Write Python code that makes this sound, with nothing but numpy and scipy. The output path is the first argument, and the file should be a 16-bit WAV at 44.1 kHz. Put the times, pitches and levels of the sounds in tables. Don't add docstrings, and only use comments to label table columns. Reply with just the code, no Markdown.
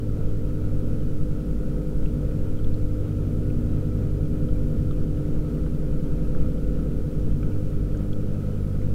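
import sys
import numpy as np
from scipy.fft import rfft, irfft, next_fast_len
from scipy.io import wavfile
from scipy.ndimage import map_coordinates

SR = 44100
rng = np.random.default_rng(int(sys.argv[2]) if len(sys.argv) > 2 else 0)


def dump(signal):
    limited = np.clip(np.atleast_2d(signal).T, -1, 1)
    pcm = np.round(limited * 32767).astype(np.int16)
    wavfile.write(sys.argv[1], SR, pcm)


N = 394254
ROTOR_HZ, WHIRL_HZ = 50.03, 10.6

# (harmonic [x rotor speed], base level [dB])
STRONG_TONES = [(2, -29), (3, -36.5), (4, -51), (6, -37)]
# (harmonic [x rotor speed], time [s], half-width [s], change [dB])
STANDING_WAVE_DRIFTS = [(2, 1.67, 0.29, -18.5), (2, 3.8, 0.88, 2), (2, 5.77, 0.36, -15.5),
                        (2, 6.4, 0.44, -14), (3, 0.11, 0.88, -7.5), (3, 4.53, 0.4, 5), (4, 1.3, 1.3, 9.5),
                        (4, 8.66, 1.15, 14), (6, 0.1, 0.88, -2.5), (6, 8.85, .7, -5)]
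# (harmonic [x rotor speed], base level [dB])
FILL_TONES = [(1, -32.5), (5, -55), (7, -61.5), (8, -48), (9, -48), (10, -46), (11, -56.5), (12, -66.5),
              (13, -70.5), (15, -80.5), (16, -75.5), (18, -77)]
# (harmonic [x rotor speed], first sidebands' base level [dB], second sidebands' base level [dB])
WHIRL_SIDEBANDS = [(1, -45, -71), (2, -56.5, -50.5), (3, -37, -54), (4, -55, -53), (5, -47, -64.5),
                   (6, -88, -79), (7, -59.5, -65), (8, -74, -63), (9, -64.5, -70), (10, -62, -73),
                   (13, -75, -84)]
# (time [s], gain [dB])
THROB_RIDE = [(0, -1), (1.5, -0.9), (2.25, 2.6), (2.9, -3), (3.5, 2), (5.6, 2.5), (6.8, 3.5), (7.3, 0.1),
              (8.4, -4.5), (8.94, -1.5)]
# (frequency [Hz], relative level [dB])
SURGE_SPECTRUM = [(2, -30), (6, 3.5), (12, -7.5), (18, -6), (26, -26), (44, -10), (62, -28), (100, -24),
                  (130, -60), (300, -79)]
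# (frequency [Hz], relative level [dB])
FLOW_SPECTRUM = [(30, 3.5), (80, -2), (120, -7.5), (200, -4), (320, -10.5), (520, -12.5), (640, -19),
                 (830, -30), (1050, -33), (1450, -28.5), (1800, -37.5), (3000, -41), (5000, -51.5),
                 (15000, -80)]
# (frequency [Hz], width [Hz], lift [dB])
TANK_RESONANCES = [(145.7, 27, 11), (237.7, 17, 12), (416, 39, 4.5), (505, 55, 5), (928, 85, 5),
                   (1300, 150, 9.5), (2460, 170, 4), (3110, 190, 3)]
# (time [s], half-width [s], rise [dB])
EDDY_SWELLS = [(3.2, .3, 9), (4.95, 0.32, 10.5), (5.7, .13, 14), (6.45, 0.095, 19)]
# (frequency [Hz], relative level [dB])
BUFFET_SPECTRUM = [(30, -22), (55, -3), (85, 8), (112, -6), (135, -25), (400, -68)]
# (time [s], pitch [Hz], level [dB], ring relative to that level [dB])
BUBBLE_TICKS = [(2.060, 2650, -46, 2), (2.589, 3040, -43.5, -1), (2.645, 3340, -45.5, -6),
                (2.742, 4170, -54, 5.5), (3.503, 2520, -51, 0), (4.487, 3140, -51, -2),
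                (4.911, 3380, -47, -4), (5.254, 2000, -51, 0), (5.750, 3600, -52, 0),
                (6.424, 2020, -49, -1), (7.430, 2350, -56, 12), (7.972, 6360, -52, -1),
                (8.131, 3270, -46, 4), (8.817, 2080, -50, -2)]
# (time [s], level [dB], pitch [Hz], spread [octaves])
HOUSING_KNOCKS = [(1.921, -43, 746, 0.33), (2.589, -45, 1300, 0.15), (4.487, -46, 1350, 0.093),
                  (4.909, -39.5, 1250, .06), (5.663, -43, 1000, 0.56), (6.348, -41.5, 1200, 0.33),
                  (7.430, -40, 1390, .07), (7.559, -46, 1400, .2), (7.945, -46, 1450, .15)]
# (pitch [Hz], width [Hz], level [dB])
BEARING_WHINE = (1453, 5, -68.5)
# (frequency [Hz], relative level [dB])
HISS_SPECTRUM = [(100, -5.5), (2000, -1), (4500, -2.5), (9000, -5), (15500, -7.5)]


def pump(throb_db, strong_waver_db=1.07, fill_waver_db=1.5, fill_follow=0.27,
         whirl_slip_turns=0.032, whirl_trim_db=-1.14, whirl_waver_db=1.0, whirl_lead_turns=0.11):
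    t = np.arange(N) / SR
    start_turns = rng.random(32)

    def harmonic(order, lead_turns=0):
        turns = round(order) * ROTOR_HZ * t + start_turns[round(order)] + lead_turns
        return np.sqrt(2) * np.sin(2 * np.pi * turns)

    whirl_turns = WHIRL_HZ * t + whirl_slip_turns * wobble(3)
    hum = np.zeros(N)
    for order, db in STRONG_TONES:
        drift_db = sum(change * swell(time, half_width)
                       for drifting, time, half_width, change in STANDING_WAVE_DRIFTS
                       if round(drifting) == round(order))
        hum += amp(db + drift_db + strong_waver_db * wobble(4)) * harmonic(order)
    for order, db in FILL_TONES:
        hum += amp(db + fill_follow * throb_db + fill_waver_db * wobble(4)) * harmonic(order)
    for order, first_db, second_db in WHIRL_SIDEBANDS:
        swing = amp(first_db) * tone(whirl_turns) + amp(second_db) * tone(2 * whirl_turns)
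        depth = np.sqrt(2) * amp(whirl_trim_db + throb_db + whirl_waver_db * wobble(4.4))
        hum += depth * swing * harmonic(order, whirl_lead_turns)
    return hum


def surge(throb_db, base_db=-24.5, follow=0.19, waver_db=1.2):
    gain = amp(base_db + follow * throb_db + waver_db * wobble(2.6))
    return gain * noise(lambda hz: along(SURGE_SPECTRUM, hz))


def eddies(floor_db=-47):
    rise_db = sum(db * swell(time, half_width) for time, half_width, db in EDDY_SWELLS)
    return amp(floor_db + rise_db) * noise(lambda hz: along(BUFFET_SPECTRUM, hz))


def outflow(throb_db, churn_db=-32, churn_follow=0.48, rush_db=-38.5, flutter_db=1):
    def wash(eq):
        return noise(lambda hz: along(FLOW_SPECTRUM, hz) + tank_lift_db(hz) + along(eq, hz))

    churn = amp(churn_db + churn_follow * throb_db) * wash([(280, 2), (450, -2.5), (900, -8.5)])
    rush = amp(rush_db) * wash([(200, -5.5), (400, -1.5)])
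    return amp(flutter_db * wobble(14)) * (churn + rush)


def tank_lift_db(hz):
    return sum(db / (1 + (2 * (hz - centre) / width) ** 2) for centre, width, db in TANK_RESONANCES)


def bubbles(ring_t60=0.015, attack_s=0.00013, rise_per_s=5, crack_db=-3, crack_t60=0.014):
    track, t = np.zeros(N + SR), np.arange(SR // 10) / SR
    onset = 1 - np.exp(-t / attack_s)
    for time, hz, db, ring_db in BUBBLE_TICKS:
        ring = amp(ring_db - 60 * t / ring_t60) * tone(hz * t * (1 + rise_per_s * t))
        crack = amp(crack_db) * burst(t, crack_t60, hz, octaves=0.25)
        track[round(time * SR):][:len(t)] += amp(db) * (ring + crack) * onset
    return track[:N]


def knocks(t60=0.042, attack_s=0.0006):
    track, t = np.zeros(N + SR), np.arange(SR // 10) / SR
    onset = 1 - np.exp(-t / attack_s)
    for time, db, hz, octaves in HOUSING_KNOCKS:
        track[round(time * SR):][:len(t)] += amp(db) * burst(t, t60, hz, octaves) * onset
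    return track[:N]


def fizz(count=160, level_db=-58, scatter_db=3.0, centre_hz=2400, octaves=0.45, t60=0.035):
    t = np.arange(SR // 25) / SR
    starts = rng.integers(0, N, (count, 1))
    size, detune = rng.uniform(-1, 1, (count, 2)).T[..., None]
    pitch_hz = centre_hz * 2 ** (octaves * detune)
    pops = amp(level_db + scatter_db * size - 60 * t / t60) * np.sin(2 * np.pi * pitch_hz * t)
    positions = starts + np.arange(len(t))
    return np.bincount(positions.ravel(), pops.ravel(), N)[:N]


def bearing():
    centre_hz, width_hz, db = BEARING_WHINE
    return amp(db) * noise(lambda hz: -20 * np.log10(1 + ((hz - centre_hz) / width_hz) ** 2))


def microphone_hiss(level_db=-60.5):
    return amp(level_db) * noise(lambda hz: along(HISS_SPECTRUM, hz))


def amp(db):
    return 10 ** (np.asarray(db) / 20)


def unit(x):
    return x / np.sqrt(np.mean(x ** 2) + 1e-20)


def along(points, hz):
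    point_hz, db = np.transpose(points)
    return np.interp(np.log(hz + 1e-3), np.log(point_hz), db)


def swell(time, half_width):
    return 1 / (1 + ((np.arange(N) / SR - time) / half_width) ** 2)


def wobble(knots_per_s):
    knots = rng.standard_normal(512)
    coarse = np.linspace(0, N, num=2048)
    curve = map_coordinates(knots, [coarse * knots_per_s / SR], mode="wrap")
    return np.interp(np.arange(N), coarse, curve)


def filtered(x, response):
    size = next_fast_len(N + SR // 2)
    return irfft(rfft(x, size) * response(np.fft.rfftfreq(size, 1 / SR)), size)[:N]


def noise(spectrum_db):
    return unit(filtered(rng.standard_normal(N), lambda hz: amp(spectrum_db(hz))))


def tone(turns):
    return np.sqrt(2) * np.sin(2 * np.pi * (turns + rng.random()))


def burst(t, t60, hz, octaves):
    grid_hz = np.fft.rfftfreq(len(t), 1 / SR)
    band = np.exp(-0.5 * (np.log2((grid_hz + 1) / hz) / octaves) ** 2)
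    puff = irfft(rfft(rng.standard_normal(len(t))) * band, len(t))
    decay = amp(-60 * t / t60)
    return unit(puff * decay) * np.sqrt(np.mean(decay ** 2))


def scene():
    throb_db = np.interp(np.arange(N) / SR, *np.transpose(THROB_RIDE))
    hiss = microphone_hiss()
    motor = pump(throb_db) + bearing()
    water = surge(throb_db) + eddies() + outflow(throb_db)
    return (motor + water + bubbles() + fizz() + knocks() + hiss)[None]


def record(dry, top_hz=15720):
    return np.array([filtered(channel, lambda hz: hz < top_hz) for channel in dry])


dry = scene()
out = record(dry)
dump(out)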